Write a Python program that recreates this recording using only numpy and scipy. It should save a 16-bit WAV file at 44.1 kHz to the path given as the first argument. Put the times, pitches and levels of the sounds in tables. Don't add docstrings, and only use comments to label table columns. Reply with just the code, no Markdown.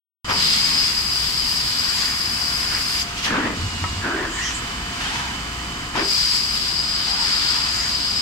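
import sys
import numpy as np
from scipy import signal
from scipy.fft import rfft, irfft, next_fast_len
from scipy.io import wavfile
from scipy.ndimage import uniform_filter1d, map_coordinates

SR = 44100
rng = np.random.default_rng(int(sys.argv[2]) if len(sys.argv) > 2 else 0)


def put_to_file(sound):
    columns = np.atleast_2d(sound).T
    safe = np.clip(columns, -1, 1)
    whole_steps = np.round(safe * 32767)
    wavfile.write(sys.argv[1], SR, whole_steps.astype(np.int16))


N = 362061

# start t/s, end t/s, boom delay/s, hose f/Hz, cup f/Hz,
# relative levels of boom/dB, flutter/dB, ring/dB
GULPS = [(.29, .314, .005, 240, 1467, -34, -21, -32), (.36, .8, .005, 185, 1400, -36, -40, -46),
         (3.25, 3.475, 0.049, 254.7, 1758, -25, -27, -27),
         (4.028, 4.251, 0.017, 328.8, 1690, -29.5, -33.5, -27.5),
         (5.949, 6.013, .016, 335, 1755, -24.5, -24.5, -36)]


def amp(db):
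    return 10 ** (np.asarray(db) / 20)


def unit(x):
    return x / np.sqrt(np.mean(x ** 2) + 1e-20)


def clock():
    return np.arange(N) / SR


def along(points, hz):
    f, v = np.transpose(points)
    return np.interp(np.log(hz + 1), np.log(f + 1), v)


def colour(points):
    return lambda hz: amp(along(points, hz))


def wobble(rate):
    knots = rng.standard_normal(int(N * rate / SR) + 4)
    return unit(map_coordinates(knots, [clock() * rate]))


def gate(start, end, rise, fall):
    t = clock()
    attack = .5 * (1 + np.tanh((t - start) / rise))
    return attack * np.exp(-(t - end).clip(0) / fall)


def bell(s, half):
    return np.exp(-np.minimum(abs(clock() - s) / half, 10) ** 2)


def filtered(x, response):
    size = next_fast_len(N + 8192)
    return irfft(rfft(x, size) * response(np.fft.rfftfreq(size, 1 / SR)), size)[..., :N]


def placed(x, pan_db):
    return x * amp(np.array([[.5], [-.5]]) * pan_db)


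def air(gain, pan=((1000, 0),)):
    # f/Hz, correlation
    alike = [(60, 1), (130, 0.97), (260, 1), (500, 0.13), (1200, 0.84), (2500, 0.093), (5000, 0.09),
             (9000, 0.04)]
    lead_s = .00018

    def heard(hz):
        phase = np.exp(1j * np.pi * hz * lead_s * np.array([[1], [-1]]))
        return placed(gain(hz), along(pan, hz)) * phase

    def mid_side(hz):
        turn = np.arccos(np.clip(along(alike, hz), -1, 1)) / 2
        return np.array([np.cos(turn), np.sin(turn)])

    mid, side = filtered(rng.standard_normal((2, N)), mid_side)
    return unit(filtered(np.array([mid + side, mid - side]), heard))


def resonant(hz, width_hz, shared):
    b, a = signal.butter(2, np.clip(width_hz / SR, 1e-4, .9))
    noise = rng.standard_normal((3, len(hz))) + 1j * rng.standard_normal((3, len(hz)))
    carrier = np.exp(2j * np.pi * np.cumsum(hz) / SR)
    x = (signal.lfilter(b, a, noise) * carrier).real
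    shared = np.clip(shared, 0, 1)
    return unit(np.sqrt(shared) * x[0] + np.sqrt(1 - shared) * x[1:])


def reflected(x, echo_db, sway_s):
    out, index = x.copy(), np.arange(N)
    for delay in rng.uniform(.003, .022, 4):
        late = index - SR * (delay + sway_s * wobble(1.5))
        out += amp(echo_db) * np.array([np.interp(late, index, side) for side in x])
    return out / np.sqrt(1 + 4 * amp(2 * echo_db))


def load(start, end):
    lag_s = .085
    settled = lambda s: 1 - np.exp(-(clock() - s).clip(0) / lag_s)
    return settled(start) - settled(end)


def factory():
    # f/Hz, relative level/dB per Hz
    hall = [(15, -39), (25, -1.5), (53, -6), (221, -9), (260, -9.5), (616, -22), (686, -18.5), (1030, -12),
            (2430, -16), (2940, -16.5), (3270, -18.5), (4900, -21.5), (5460, -29), (7750, -29),
            (15600, -50)]
    # f/Hz, level/dB
    hall_bands = [(28, -4.5), (50, 1.7), (170, 1.2), (300, .5), (450, 1.5), (620, 0), (950, 1), (2000, 2.2),
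                  (4000, 0.5), (4900, 5.7), (5500, 6.5), (7900, 7), (10000, -1), (15000, 10.5)]
    # f/Hz, left-right level/dB
    hall_pan = [(400, 0), (1000, 3.5), (2400, -2.5), (3500, -7), (4700, 8), (6500, 0), (9500, -9),
                (15000, 2)]
    # f/Hz, relative level/dB, left-right level/dB
    hum = [(59.2, -41.5, 0), (699.8, -50.5, 8), (1013, -53, 2), (1266, -51, 1)]
    din = amp(-29) * air(lambda f: colour(hall)(f) * colour(hall_bands)(f), hall_pan)

    def tone(hz):
        phase = 2 * np.pi * hz * clock() + 0.68 * wobble(8)
        return np.sqrt(2) * np.sin(phase) * amp(2.06 * wobble(6))

    return din + sum(placed(amp(db) * tone(hz), pan_db) for hz, db, pan_db in hum)


def blower():
    # from t/s, to t/s
    holds = [(.42, 3.2), (5.98, 8.4)]
    # from t/s, to t/s
    sealed = (3.55, 3.99)
    # peak t/s, half length/s, level/dB
    whine_swells = [(.43, 0.12, 11), (3.1, .3, -9), (4.04, .04, -8), (6.35, 0.18, 0)]
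    # peak t/s, level/dB
    shudders = [(3.6, -27), (3.655, -24), (3.75, -29), (3.84, -25.5), (3.915, -28), (3.995, -27)]
    # f/Hz, relative level/dB per Hz
    leak_air = [(1500, -15), (3500, -2), (4600, 0), (5300, -2), (6200, -11), (7100, -3.5), (9000, -17),
                (15000, -47)]
    holding = sum(load(start, end) for start, end in holds)
    vacuum = load(*sealed)
    gulping = sum(load(start, end) for start, end, *_ in GULPS)

    free_hz, hold_sag_hz, seal_sag_hz = 3022, 41.36, 160
    pitch = free_hz - hold_sag_hz * holding - seal_sag_hz * vacuum + 2.61 * wobble(25)
    free_db, hold_db, seal_db, gulp_db = -43.5, -1.5, 2.5, -5
    whine_db = free_db + hold_db * holding + seal_db * vacuum + gulp_db * gulping
    whine_db = whine_db + sum(db * bell(s, half) for s, half, db in whine_swells)
    paths = unit(amp(1.3 * np.array([wobble(14), wobble(14)])))
    vane_tone = np.sqrt(2) * np.sin(2 * np.pi * np.cumsum(pitch) / SR)
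    whine = placed(vane_tone * paths, -15) * amp(whine_db)

    shudder_hz = (100.3 - 19 * vacuum) * (1 + 0.099 * wobble(45))
    shudder = np.sqrt(2) * np.sin(2 * np.pi * np.cumsum(shudder_hz) / SR)
    shudder = shudder + .5 * resonant(1.4 * shudder_hz, 184, 0.88)
    shaking = sum(amp(db) * bell(s, half=.031) for s, db in shudders)
    leak = amp(-33.5) * gate(*sealed, rise=.02, fall=0.073) * air(colour(leak_air))
    return whine + shudder * shaking + leak


def hoses():
    # f/Hz, relative level/dB per Hz
    cups = [(200, -2.5), (400, -2.5), (580, -4), (730, -3.5), (950, 4), (1250, 3), (1700, -1.5),
            (2400, -1.5), (3500, -8.5), (7000, -22), (15000, -56)]
    rise_s, fall_s = .014, .049
    sag_db = -2
    cup_dip = .12
    flaps = unit(amp(1.0 * wobble(260) + 0.84 * wobble(35)))
    flutter = amp(6.5) * flaps * air(colour(cups), [(500, 3.5), (1500, 3.0), (3000, -0.5)])
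    wander = 1 + .04 * wobble(16)
    out = np.zeros((2, N))
    for start, end, delay, hose_hz, cup_hz, boom_db, flutter_db, ring_db in GULPS:
        near = (clock() > start - .1) & (clock() < end + .4)
        flow = gate(start, end, rise_s, fall_s)[near]
        filled = gate(start + delay, end + delay, rise_s, fall_s)[near]
        middle = bell((start + end) / 2, (end - start) / 3)[near]
        flow = flow * amp(sag_db * (1.5 - middle))
        bend, flex = wander[near], 1 - cup_dip * middle
        boom = resonant(hose_hz * bend, 107, 0.93)
        boom = boom + amp(-7.5) * resonant(1.85 * hose_hz * bend, 250, 0.65)
        ring = amp(2.5) * flaps[near] * resonant(cup_hz * bend * flex, 350, 0.73)
        cup_sound = amp(flutter_db) * flutter[:, near] + amp(ring_db) * ring
        out[:, near] += amp(boom_db) * filled * boom + flow * cup_sound
    return out


def clunks():
    # t/s, peak level of the direct ring/dB
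    contacts = [(.298, -13.5), (3.8405, -11), (5.957, -20)]
    # f/Hz, relative level/dB, 60 dB decay/s
    gripper = [(980, -2, .08), (1130, 0, .1), (1290, -1, .09), (1560, -5, .035), (1870, -2, .045),
               (2130, -3, .045), (3150, -12, .05)]
    out, t = np.zeros((2, N + SR)), np.arange(SR // 3) / SR
    for s, db in contacts:
        ring = 0
        for hz, level, t60 in gripper:
            decay = amp(level + rng.normal(0, 1) - 60 * t / t60)
            ring = ring + decay * np.sin(2 * np.pi * hz * t)
        ring = ring / abs(ring).max()
        panels = rng.standard_normal((2, len(t))) * amp(-60 * t / .11)
        panels = panels / np.linalg.norm(panels[0])
        echo = signal.fftconvolve(ring[None], panels, axes=1)[:, :len(t)]
        out[:, round(s * SR):][:, :len(t)] += amp(db) * (ring + echo)
    return out[:, :N]


def valves():
    # t/s, level/dB, rise/s, 60 dB decay/s
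    vents = [(.3, -25, 0.009, 0.24), (3.012, -29, 0.052, .12), (3.09, -32.5, .03, 0.66),
             (3.19, -27.5, 0.024, 0.33), (3.262, -20, 0.028, 0.26), (5.965, -28, 0.012, .4)]
    # f/Hz, relative level/dB per Hz
    vent_air = [(500, -29), (1500, -4), (2800, 8.5), (4000, 2.5), (5500, 3), (7500, -6.5), (10000, -14.5),
                (15800, -25)]
    t, flow = clock(), 0
    for s, db, rise, t60 in vents:
        onset = np.exp(-((t - s).clip(None, 0) / rise) ** 2)
        flow = flow + amp(db - 60 * (t - s).clip(0) / t60) * onset
    return flow * air(colour(vent_air))


def ejectors():
    # opens t/s, closes t/s, die-away/s, whistle f/Hz, core sharpness/dB,
    # relative levels of whistle/dB, rush/dB, sizzle/dB, intake/dB
    units = [(.3, 3.015, .025, 4964, -4, -27, -41, -43.5, -42),
             (.35, 0.88, 0.1196, 5025, -2, -23.3, -35, -44, -31),
             (1.06, 2.03, .06, 4928, -8, -29.3, -48, -55, -38.5),
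             (5.99, 8.4, 0.028, 4957, -3, -26.5, -43.5, -50, -36),
             (6.06, 6.38, 0.0802, 4850, -10, -22, -38.5, -45.5, -36.5),
             (7.19, 7.56, .14, 4960, -10, -25, -51.5, -52.5, -37)]
    # f/Hz, width/Hz, relative level/dB
    nozzle = [(4883, 440, -2), (7690, 280, -14.5)]
    # t/s, level over its steady level/dB
    flares = [(.425, 3), (1.612, 6.5), (1.899, 7.5), (2.06, 5)]
    # f/Hz, relative level/dB per Hz
    jet_air = [(500, -35), (1200, -7), (2200, 1), (3000, -1.5), (3800, -15.5), (5600, -3.5), (7000, -5),
               (8200, -7.5), (9200, -17), (11000, -24), (15800, -45)]
    # f/Hz, left-right level/dB
    jet_pan = [(1000, 6), (2400, -2.5), (4500, -13.5), (6500, -.5), (9500, -5.5), (12000, -8.5),
               (15500, -3)]
    # f/Hz, relative level/dB per Hz
    sizzle_air = [(6000, -18), (8500, -3), (9500, 4), (10600, -3.5), (12100, -0.5), (14000, -4.5),
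                  (15800, -10.5)]
    # f/Hz, relative level/dB per Hz
    intake_air = [(2000, -19), (3200, -2), (4000, 0), (4500, 2.5), (5300, -17.5), (6500, -29.5)]
    opens, closes, falls, whistle_hz, sharp_db, *levels_db = np.transpose(units)
    flows = [gate(start, end, .04, fall) for start, end, fall in zip(opens, closes, falls)]
    power = np.array(flows) ** 2 + 1e-12
    whistling, rushing, sizzling, drawing = np.sqrt(amp(levels_db) ** 2 @ power)
    share = amp(levels_db[0])[:, None] ** 2 * power / whistling ** 2

    def silencer(f):
        return sum(amp(db) / (1 + ((f - hz) / (width / 2)) ** 2) ** 0.76 for hz, width, db in nozzle)

    focus_db = sharp_db @ share
    core = placed(resonant(whistle_hz @ share + 24 * wobble(9), 47, 0.54), 3.3) * amp(focus_db)
    spread = placed(resonant(np.full(N, 4930.), 800, 0.36), 2.6) * amp(-focus_db - 14.5)
    breath = air(silencer, [(5000, 7.5), (7600, -3.5)])
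    flare_db = sum(db * bell(s, half=.0066) for s, db in flares)
    whistle = unit(breath + core + spread) * amp(5.0 + 0.58 * wobble(30) + flare_db)

    gusts = amp(0.74 * wobble(20) + 0.83 * wobble(5))
    jet = air(colour(jet_air), jet_pan) * amp(10.5)
    sizzle = air(colour(sizzle_air), jet_pan) * amp(7.5 + 0.55 * wobble(22) + 0.5 * wobble(7))
    intake = air(colour(intake_air), [(4000, 0.57)]) * amp(7.5 + 1.7 * wobble(8))
    rush = gusts * (jet * rushing + sizzle * sizzling + intake * drawing)
    return reflected(rush, echo_db=-12, sway_s=.00012) + whistle * whistling


def axes():
    # peak t/s, half length/s, relative level/dB
    travels = [(.8, 0.19, -33.5), (2.01, 0.29, -33), (2.674, 0.27, -32.5), (4.468, 0.15, -33),
               (4.693, 0.1, -40.5), (5.13, 0.21, -30), (7.346, 0.4, -30), (7.736, 0.27, -39)]
    # f/Hz, relative level/dB per Hz
    rails = [(80, -15), (300, -6), (600, -9.5), (1000, 3), (1500, 6), (3200, 3), (5000, -0.5), (7500, -7),
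             (10000, -16.5), (15800, -30)]
    # top speed t/s, half length/s, top-speed f/Hz, share lower at rest, width/Hz,
    # relative level/dB
    whirrs = [(1.436, .033, 3060, 0.0302, 100, -32.5), (2.07, .14, 1850, .1, 700, -35),
              (2.767, .055, 1850, .2, 1400, -30), (4.45, .1, 1900, .12, 280, -30),
              (4.468, .072, 3170, .4, 300, -32), (5.074, .05, 3190, .15, 280, -33.5),
              (5.215, .17, 960, .3, 160, -35), (7.02, .04, 3080, 0.0303, 130, -34),
              (7.22, .1, 920, .25, 140, -34), (7.84, .1, 1897, .1, 800, -33.5)]
    travel = sum(amp(db) * bell(s, half) for s, half, db in travels)
    rolling = reflected(air(colour(rails)), echo_db=-9.0, sway_s=0.00028)
    out = travel * rolling * amp(4.0 + 1.3 * wobble(60))
    for s, half, hz, droop, width_hz, db in whirrs:
        near = abs(clock() - s) < 2 * half
        speed = bell(s, half)[near]
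        mesh_hz = hz * (1 - droop * (1 - speed))
        gears = resonant(mesh_hz, width_hz, 0.57) + 0.5 * resonant(mesh_hz, width_hz / 4, 0.8)
        loudness = speed ** np.where(clock()[near] < s, .7, 2.2)
        out[:, near] += amp(db) * loudness * gears
    return out


def squeals():
    # peak t/s, half length/s, f/Hz, level/dB
    swells = [(2.019, .11, 7000, -33), (3.02, .018, 6300, -30), (4.372, .07, 7220, -33.5),
              (4.472, 0.052, 5870, -27.5), (4.56, .04, 7470, -31.5), (7.799, .12, 6960, -33)]
    out = np.zeros((2, N))
    for s, half, hz, db in swells:
        near = abs(clock() - s) < 2 * half
        hiss = resonant(np.full(near.sum(), hz), width_hz=1270, shared=0.4)
        out[:, near] += amp(db) * bell(s, half)[near] * hiss
    return out


def scene():
    return factory() + blower() + hoses() + clunks() + valves() + ejectors() + axes() + squeals()


def record(dry):
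    start_s, top_hz = .245, 15780
    live = dry * (clock() > start_s)
    mean_power = uniform_filter1d(np.mean(live ** 2, axis=0), SR // 4)
    level_db = 10 * np.log10(abs(mean_power) + 1e-12)
    gain_db = -.28 * np.maximum(level_db + 27, 0)
    return filtered(live * amp(gain_db), lambda hz: hz < top_hz)


dry = scene()
out = record(dry)
put_to_file(out)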